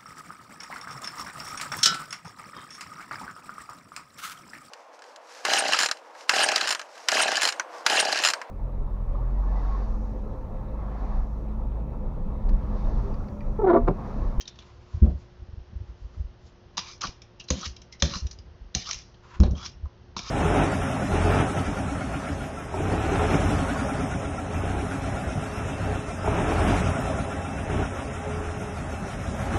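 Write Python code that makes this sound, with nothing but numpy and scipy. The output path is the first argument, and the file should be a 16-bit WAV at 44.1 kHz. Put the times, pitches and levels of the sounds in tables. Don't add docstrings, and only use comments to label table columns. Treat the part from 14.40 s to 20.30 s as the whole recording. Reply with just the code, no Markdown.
import sys
import numpy as np
from scipy import signal
from scipy.fft import rfft, irfft, next_fast_len
from scipy.io import wavfile
from scipy.ndimage import uniform_filter1d, map_coordinates

SR = 44100
rng = np.random.default_rng(int(sys.argv[2]) if len(sys.argv) > 2 else 0)


def to_wav(s):
    ch = np.atleast_2d(s).T
    pcm = np.round(np.clip(ch, -1, 1) * 32767)
    wavfile.write(sys.argv[1], SR, pcm.astype(np.int16))


N = 260190
STEP = 16

# pitch_hz, width_hz, level_db
BOARD_MODES = [(124, 41, -4), (185.6, 39.8, 3), (250, 85, -6), (354, 56, -8), (490, 45, -11.5),
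               (574, 67, -10.5), (727, 110, -13), (900, 120, -19), (1204, 300, -25)]
# pitch_hz, width_hz, level_db
BLADE_MODES = [(4100, 119, -7.5), (4794, 540, -3.5), (5210, 640, -2.5), (5810, 610, -2.5), (6155, 420, 0),
               (6380, 830, -8.5)]
# pitch_hz, width_hz, level_db
FRAME_MODES = [(1880, 600, -14.5), (2300, 190, -7.5), (3020, 410, -8.5), (3270, 150, -4.5), (3830, 540, -7)]


def amp(db):
    return 10 ** (np.asarray(db) / 20)


def unit(x):
    return x / np.sqrt(np.mean(x ** 2) + 1e-20)


def along(points, hz):
    point_hz, value = np.transpose(points)
    return np.interp(np.log(hz + 1), np.log(point_hz + 1), value)


def wobble(rate):
    knots = rng.standard_normal(int(N * rate / SR) + 4)
    return map_coordinates(knots, [np.arange(N) * rate / SR])


def filtered(x, response):
    m = next_fast_len(len(x) + 8192)
    return irfft(rfft(x, m) * response(np.fft.rfftfreq(m, 1 / SR)), m)[:len(x)]


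def modes(table):
    def response(f):
        total = 0
        for k, (hz, width_hz, db) in enumerate(table):
            total = total + (-1) ** k * amp(db) * 1j * f * width_hz / (hz * hz - f * f + 1j * f * width_hz)
        return total
    return response


def add(track, s, sound):
    part = track[max(round(s * SR), 0):][:len(sound)]
    part += sound[:len(part)]


def peak(s, db, rise_db_per_s, fall_db_per_s):
    t = np.arange(0, N, STEP) / SR - s
    return amp(db - np.where(t < 0, -t * rise_db_per_s, t * fall_db_per_s))


def per_sample(control):
    return np.interp(np.arange(N), np.arange(0, N, STEP), control)


def curve(rows):
    return np.interp(np.arange(N) / SR, *np.transpose(rows))


def kitchen():
    # pitch_hz, relative_level_db
    air_colour = [(15, -46), (25, -4), (69, -18), (190, -10.5), (286, -17), (356, -19), (411, -16.5),
                  (464, -15.5), (1930, -27), (2280, -31), (3050, -28.5), (3700, -32.5), (5440, -32.5),
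                  (6280, -37), (8000, -66.5), (10400, -104), (17600, -120)]
    # pitch_hz, typical_rms_level_db, waver_hz
    hum_tones = [(60.7, -68, 4.5), (116, -59.5, 5), (358, -62, 2.33)]
    # time_s, level_db
    sway_levels = [(0.0, -57.5), (0.4, -48.5), (0.64, -44.5), (1.17, -54), (2.22, -51), (3.14, -60),
                   (3.81, -55), (3.99, -48.5), (4.21, -53.5), (4.86, -52), (5.2, -45), (5.5, -51),
                   (5.9, -50.5)]
    air_db = -56
    air = unit(filtered(rng.standard_normal(N), lambda hz: amp(along(air_colour, hz))))
    t = np.arange(N) / SR
    hum = np.zeros(N)
    for hz, db, waver_hz in hum_tones:
        gain = amp(db + 2.3 * wobble(4.9)) * np.sqrt(2)
        turns = hz * t + waver_hz * np.cumsum(wobble(25)) / SR
        hum += gain * np.sin(2 * np.pi * turns)
    lumpy = amp(3 * wobble(14))
    rumble = filtered(rng.standard_normal(N) * lumpy, lambda f: modes([(65, 60, 0)])(f) ** 2)
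    return amp(air_db) * air + hum + amp(curve(sway_levels)) * unit(rumble)


def ticks():
    # start_s, blade_peak_db, brightest_hz,
    # board_knock_db and squash_ring_db (both relative to the blade's peak)
    contacts = [(0.0074, -29, 3200, -32, -30), (0.0544, -37, 3780, -29, -29),
                (0.0768, -26.5, 3620, -19, -36), (0.1567, -44, 3460, -19, -19),
                (0.1887, -33, 3500, -12, -16), (1.745, -57, 2050, 2, 5.5), (2.37, -22, 4760, -19, -20),
                (2.379, -12.5, 4800, -22.5, -9), (2.3904, -18, 4800, -20, -14),
                (2.4708, -37, 2370, -10, -25), (2.6087, -28, 5250, -18, -19), (2.6162, -19, 5990, -27, -30),
                (2.6435, -37.5, 5510, 0.5, 12), (2.6697, -22.5, 5570, -24, -22),
                (2.818, -33.5, 5240, -24, -35), (2.9976, -34.5, 5670, -18, -35),
                (3.0084, -34, 2793, -23, -39), (3.0402, -41, 5670, -6, -23),
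                (3.0853, -27, 4010, -23.5, -26), (3.1033, -7.5, 6500, -7, -14),
                (3.2107, -25.5, 5640, -19, -19.5), (3.2569, -22.5, 5167, -16, -20),
                (3.2609, -24, 5730, -19.5, -20), (3.3645, -32, 4900, -19, -31),
                (3.4174, -36.5, 5760, -17, -18), (3.5247, -33.5, 5350, -22, -35),
                (3.5492, -43.5, 2020, -4, -29), (3.5995, -33.5, 5043, -20, -36),
                (3.6226, -3, 5900, -14.5, -18.5), (3.7363, -23, 2880, -19.5, -6.5),
                (3.7549, -22.5, 4090, -23, -6), (3.8673, -30.5, 5760, -33.5, -35),
                (3.911, -31, 6030, -38, -31), (3.9293, -39.5, 5730, -24, -26),
                (3.9874, -36.5, 4870, -17.5, -25), (4.343, -34, 3500, -30, -30),
                (4.349, -8.5, 6100, -17, -30), (4.369, -27.5, 6260, -18, -17), (4.49, -24, 5860, -21, -6),
                (4.5106, -12, 5580, -40, -27), (4.5302, -17, 6200, -34, -33),
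                (4.5435, -24.5, 5710, -41, -30), (4.743, -47, 3300, -3, -14), (5.001, -23, 5440, 5.5, -2),
                (5.034, -26, 3900, -1, 0), (5.1094, -36.5, 5740, -9, -23), (5.254, -24.5, 5400, -19, -25),
                (5.26, -22, 5330, -25, -25), (5.4568, -60, 2039, 13.5, 19), (5.7651, -23.5, 3950, -10, 3),
                (5.7794, -25, 5330, -18, -19), (5.7904, -20.5, 5530, -12, -18)]
    # pitch_hz, width_hz, level_db
    squash_modes = [(975, 180, -6.5), (1249, 226, -3), (1363, 293, -7)]
    hard_t60_s, softer_s_per_db = .015, .00055
    own_width, own_db, own_db_per_db = .055, -0.5, .2
    frame_over_blade_db = 3
    out, t = np.zeros(N), np.arange(SR // 8) / SR
    click = signal.unit_impulse(len(t))
    frame = [(hz, width_hz, db + frame_over_blade_db) for hz, width_hz, db in FRAME_MODES]
    peeler = filtered(click, modes(BLADE_MODES + frame))
    board = filtered(click, modes(BOARD_MODES))
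    squash = filtered(click, modes(squash_modes))

    def through(x, body):
        return signal.fftconvolve(x, body)[:len(t)]

    for s, db, hz, knock_db, ring_db in contacts:
        t60 = np.clip(hard_t60_s - softer_s_per_db * db, .005, 1)
        burst = (1 - np.exp(-t / 0.00016)) * amp(-60 * t / t60) * rng.standard_normal(len(t))
        own_ring = filtered(click, modes([(hz, own_width * hz, own_db - own_db_per_db * db)]))
        bright = through(burst, peeler + own_ring)
        push = rng.standard_normal((2, len(t))) * np.exp(-t / 0.0013)
        knock = through(t * np.exp(-t / 0.00024) * (1 + 0.35 * push[0]), board)
        ring = through(push[1], squash)
        body = amp(knock_db) * knock / np.abs(knock).max() + amp(ring_db) * ring / np.abs(ring).max()
        add(out, s, amp(db) * (bright / np.abs(bright).max() + body))
    return out


def walls(x):
    # pitch_hz, time_to_fall_60_db_s
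    echo_decay = [(200, 0.22), (2000, 0.41), (7000, 0.19)]
    hz, t, z = signal.stft(rng.standard_normal(SR // 2), SR, nperseg=256)
    fading = amp(-60 * t / along(echo_decay, hz)[:, None])
    tail = signal.istft(z * fading, SR, nperseg=256)[1]
    delayed = np.pad(x, (200, 0))
    return signal.fftconvolve(delayed, tail / np.linalg.norm(tail))[:N]


def scuffs(controls):
    # crest_s, hiss_db, frame_over_blade_db, squeak_hz, squeak_db, fade_db_per_s
    brushes = [(0.014, -40, -6, 3200, -50, 897), (0.08, -37.5, -3.5, 3706, -48, 902),
               (0.19, -62, 5, 3300, -70, 250), (3.002, -47, -1, 2830, -39.5, 747),
               (3.088, -42, -2, 4020, -46, 901), (3.526, -48, -9.5, 2051, -56, 651),
               (3.54, -71, -1, 2050, -53, 350), (3.602, -41.5, -4, 4940, -56, 598.5),
               (3.914, -43.5, -20, 5690, -54.5, 649.5), (5.036, -52, 11, 1700, -46, 500),
               (5.11, -62, -10, 5750, -56.5, 499)]
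    rise_db_per_s = 3000.5
    blade, frame, _, squeak, _, squeak_hz = controls
    for s, db, frame_db, hz, squeak_db, fade in brushes:
        brush = peak(s, 0, rise_db_per_s, fade)
        squeak_hz[brush * amp(squeak_db) > squeak] = hz
        blade += brush * amp(db)
        frame += brush * amp(db + frame_db)
        squeak += brush * amp(squeak_db)


def rattle():
    noise = rng.standard_normal(N)
    return unit(filtered(noise, lambda f: modes(BOARD_MODES)(f) / (1 + 1j * f / 600) ** 2))


def thuds():
    # crest_s, peak_db, pitch_hz, fall_s, board_rattle_db (relative to the thud)
    thud_rows = [(0.2, -43, 68, .008, -13), (0.551, -18.5, 84, .005, -23), (0.576, -23, 78, 0.0063, -18.5),
                 (0.68, -13.5, 62, .012, -14.5), (0.721, -21, 63, 0.0055, -22.5),
                 (0.752, -24.5, 68, 0.014, -18.5), (1.002, -35, 75, .006, -23), (1.028, -30, 66, .006, -19),
                 (1.093, -34.5, 69, 0.011, -18), (1.139, -28.5, 71, 0.0026, -26),
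                 (1.183, -27.5, 67, 0.0049, -26), (1.209, -37, 52, .012, -18),
                 (1.335, -37, 82, 0.0083, -12), (1.366, -24, 63, .009, -31),
                 (1.414, -25, 81, 0.0064, -20.5), (1.437, -36, 81, .009, -24), (1.495, -34, 59, 0.019, -18),
                 (1.627, -32.5, 56, .007, -31), (1.653, -27.5, 55, .012, -33),
                 (1.779, -29.5, 70, 0.009, -21), (1.806, -19.5, 65, 0.011, -29),
                 (1.851, -27, 48.5, .012, -34), (1.887, -38, 48, .016, -20), (2.046, -42.5, 72, .029, -22),
                 (2.65, -36.5, 79, .008, -3), (2.689, -31, 49, 0.0056, -8), (3.115, -20.5, 68.6, 0.023, -9),
                 (3.273, -30, 74.6, .022, -23.5), (3.312, -35, 62, .018, -31), (3.635, -16, 70.5, .021, -8),
                 (3.725, -39.5, 66.5, .021, -13), (3.767, -29, 60, .005, -10), (3.83, -24, 66, .01, -28.5),
                 (3.856, -19, 66.8, 0.0093, -27), (4.221, -33.5, 49, .012, -19.5),
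                 (4.262, -39, 45, .02, -28), (4.367, -25, 66.8, .012, -8.5), (4.559, -40.5, 45, .015, -28),
                 (4.97, -37.5, 57, 0.0061, -10), (5.055, -12.5, 63, .008, -14),
                 (5.088, -16, 66, 0.0095, -23.5), (5.118, -15, 68.6, 0.0089, -20.5),
                 (5.138, -22, 75, .009, -11), (5.161, -30, 81, 0.015, -16), (5.285, -41.5, 66, 0.011, -11),
                 (5.442, -22.5, 66.8, .008, -27), (5.463, -25.5, 62, .008, -28),
                 (5.773, -38, 90, 0.0053, 3.5)]
    rise_s, rattle_lingers = 0.0062, 1.88
    low, shake = np.zeros(N), np.zeros(N)
    t = np.arange(-SR // 10, SR // 5) / SR
    for s, db, hz, fall, rattle_db in thud_rows:
        swell = np.exp(-.5 * (t / np.where(t < 0, rise_s, fall)) ** 2)
        cycles = np.cos(2 * np.pi * hz * t + rng.uniform(0, 2 * np.pi))
        add(low, s + t[0], amp(db) * swell * cycles)
        shaking = np.where(t < 0, swell, np.exp(-t / (rattle_lingers * fall)))
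        add(shake, s + t[0], amp(db + rattle_db) * shaking)
    return low + shake * rattle()


def towel():
    # crest_s, rustle_db, rubbed_squash_ring_db, fade_either_side_db_per_s
    cloth_moves = [(0.27, -66, -59, 58), (0.55, -63, -54, 150.5), (0.69, -85.5, -69.5, 63),
                   (0.81, -65.5, -72, 142), (1.1, -81, -74, 21), (1.46, -78, -69, 103),
                   (1.62, -71.5, -79, 100), (1.76, -66, -69, 154), (2.07, -61, -84, 253),
                   (2.35, -79, -65, 400.5), (4.87, -75, -55, 198), (4.91, -67.5, -53.5, 200),
                   (4.945, -65.5, -45.5, 400)]
    rustle = sum(peak(s, db, fade, fade) for s, db, _, fade in cloth_moves)
    rub = sum(peak(s, db, fade, fade) for s, _, db, fade in cloth_moves)
    cloth_noise = rng.standard_normal(N) * amp(2.2 * wobble(30))
    cloth = filtered(cloth_noise, modes([(4800, 2800, 0)]))
    rub_noise = rng.standard_normal(N) * amp(3.9 * wobble(60))
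    ring = filtered(rub_noise, modes([(1024, 140, 0), (1400, 300, -4.5), (2000, 1400, -12.5)]))
    return per_sample(rustle) * unit(cloth) + per_sample(rub) * unit(ring)


def drops():
    # start_s, swing_db, pitch_hz, length_s,
    # third_harmonic_db and board_rattle_db (both relative to the swing)
    drop_rows = [(0.6147, -2.5, 68.65, 0.037, -10.5, -16), (4.9935, -3.5, 66.2, 0.038, -11.5, -15)]
    low, shake, t = np.zeros(N), np.zeros(N), np.arange(SR // 5) / SR
    for s, db, hz, length, third_harmonic_db, rattle_db in drop_rows:
        swell = np.clip(t / 0.011, 0, 1) ** 2 * np.exp(-(t / length) ** 4)
        turn = 2 * np.pi * hz * t
        swing = np.sin(turn) + amp(third_harmonic_db) * np.sin(3 * turn + 3.9)
        add(low, s, -amp(db) * swell * swing)
        add(shake, s, amp(db + rattle_db) * (t / 0.02) ** 2 * np.exp(-t / 0.019))
    return low + shake * rattle()


def strokes(controls):
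    # bite_s, bite_db, bite_ring_db, drag_db, frame_over_blade_db, drag_ring_db, slip_s,
    # tear_db, fade_db_per_s, tear_ring_db, bite_squeak_hz, slip_squeak_hz, squeak_db
    stroke_rows = [(2.372, -32, -33.5, -50, -2.5, -53, 2.52, -54, 290, -63, 2500, 2300, -53),
                   (2.61, -39, -44, -45.5, 1, -59, 2.66, -46.5, 276, -29.5, 3200, 3250, -50.5),
                   (3.105, -35, -38.5, -52, 2.5, -56, 3.258, -40.5, 300.5, -36.5, 2900, 3350, -50),
                   (3.621, -31, -37, -48.5, -3, -63, 3.767, -38, 270, -35, 4120, 3900, -47),
                   (4.348, -31, -43, -50.5, -1.5, -60, 4.515, -37.5, 159, -35, 3750, 3400, -52.5),
                   (5.15, -75, -76, -71, 5, -43, 5.26, -42, 331.5, -46, 3200, 3450, -49),
                   (5.766, -35, -38, -48, -0.5, -49, 5.893, -48, 30, -45, 3850, 3070, -53)]
    set_in_s, bite_db_per_s, tear_db_per_s = .003, 500, 140
    frame_drag_db, frame_tear_db, frame_bite_db = 3, -5.5, -8
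    frame_fades = 1.3
    bite_ring_db_per_s, drag_ring_db_per_s = 600, 69.5
    ring_lead_s, ring_db_per_s = .02, 600.5
    ring_top_hz, ring_climb_hz, glide_s = 1207, 70, .08
    t = np.arange(0, N, STEP) / SR
    blade, frame, ring, squeak, ring_hz, squeak_hz = controls
    for (bite_s, bite_db, bite_ring_db, drag_db, frame_db, drag_ring_db,
         slip_s, tear_db, fade, tear_ring_db, from_hz, to_hz, squeak_db) in stroke_rows:
        on = np.clip((t - bite_s) / set_in_s, 0, 1)
        frame_fade = frame_fades * fade
        bite = peak(bite_s, bite_db, 0, bite_db_per_s)
        drag = peak(slip_s, drag_db, 0, fade)
        tear = peak(slip_s, tear_db, tear_db_per_s, fade)
        blade += on * (bite + drag + tear)

        frame_drag = peak(slip_s, drag_db + frame_drag_db, 0, frame_fade)
        frame_tear = peak(slip_s, tear_db + frame_tear_db, tear_db_per_s, frame_fade)
        frame += on * amp(frame_db) * (amp(frame_bite_db) * bite + frame_drag + frame_tear)

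        bite_ring = peak(bite_s, bite_ring_db, 0, bite_ring_db_per_s)
        drag_ring = peak(slip_s, drag_ring_db, drag_ring_db_per_s, 2 * fade)
        tear_ring = peak(slip_s - ring_lead_s, tear_ring_db, ring_db_per_s, ring_db_per_s)
        ring += on * (bite_ring + drag_ring + tear_ring)
        squeak += on * peak(slip_s, squeak_db, 0, frame_fade)

        begun = on > 0
        below = np.clip((slip_s - t[begun]) / glide_s - .5, 0, 1)
        ring_hz[begun] = ring_top_hz - ring_climb_hz * below
        squeak_hz[begun] = np.interp(t[begun], [bite_s, slip_s], [from_hz, to_hz])


def gliding(excite, hz, width_hz):
    slow = [filtered(x, lambda f: 1 / (1 + 1j * f / width_hz) ** 2) for x in excite]
    turn = 2 * np.pi * np.cumsum(hz) / SR
    return unit(slow[0] * np.cos(turn) + slow[1] * np.sin(turn))


def patchy(x, patchy_db):
    z = signal.stft(x, nperseg=256)[2]
    field = uniform_filter1d(rng.standard_normal(z.shape), size=2, axis=0)
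    field = uniform_filter1d(field, size=12, axis=1)
    return unit(signal.istft(z * amp(patchy_db * unit(field)), nperseg=256)[1][:N])


def peeling():
    controls = np.zeros((6, len(range(0, N, STEP))))
    strokes(controls)
    scuffs(controls)
    blade_gain, frame_gain, ring_gain, squeak_gain, ring_hz, squeak_hz = map(per_sample, controls)
    clumps = amp(1.3 * wobble(170) + 1.5 * wobble(45))

    def snaps():
        strength_db = 3.7 * np.minimum(rng.exponential(size=N), 6)
        return clumps * rng.standard_normal(N) * amp(strength_db)

    blade = patchy(filtered(snaps(), modes(BLADE_MODES)), patchy_db=2.5)
    frame = patchy(filtered(snaps(), modes(FRAME_MODES)), patchy_db=4.0)
    squeak = gliding(clumps * rng.standard_normal((2, N)), squeak_hz, width_hz=110)
    rasp_hz = 5400 + 300 * wobble(1 / .08)
    rasp = gliding([snaps(), snaps()], rasp_hz, width_hz=220)
    body = gliding(clumps * rng.standard_normal((2, N)), ring_hz, width_hz=180)
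    peeler = blade_gain * (1.17 * blade + .5 * rasp) + frame_gain * frame
    return peeler + squeak_gain * squeak + ring_gain * body


def knocks():
    # start_s, level_db, pitch_hz, time_to_fall_60_db_s
    knock_rows = [(2.38, -38, 736, .05), (2.645, -31.5, 760, 0.037), (3.105, -23, 506, .09),
                  (3.11, -27, 270, .12), (3.624, -22, 560, .12), (4.358, -32, 738, .07),
                  (4.497, -38, 690, 0.032), (5.034, -17.5, 552, 0.038), (5.04, -30, 803, 0.082),
                  (5.058, -29, 368, 0.11), (5.456, -41, 1014, .05), (5.79, -39.5, 700, 0.07)]
    out, t = np.zeros(N), np.arange(SR // 8) / SR
    for s, db, hz, t60 in knock_rows:
        drift = np.cumsum(uniform_filter1d(rng.standard_normal(len(t)), size=100)) * .03
        fading = amp(db - 60 * t / t60) * (1 - np.exp(-t / 0.0011))
        add(out, s, fading * np.sin(2 * np.pi * hz * t + drift))
    return out


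def scene():
    contacts = ticks() + knocks()
    peeler = contacts + peeling() + amp(-10) * walls(contacts)
    return (peeler + thuds() + drops() + towel() + kitchen())[None]


def record(dry):
    # pitch_hz, level_db
    mic_response = [(20, 1), (60, -1), (6300, -3.5), (7000, -4.5), (7400, -11), (7800, -24), (8500, -45.5)]
    ceiling, cutoff_hz = .66, 8860
    soft = dry[0] / (1 + np.abs(dry[0] / ceiling) ** 4) ** (1 / 4)
    return filtered(soft, lambda hz: amp(along(mic_response, hz)) * (hz < cutoff_hz))[None]


dry = scene()
out = record(dry)
to_wav(out)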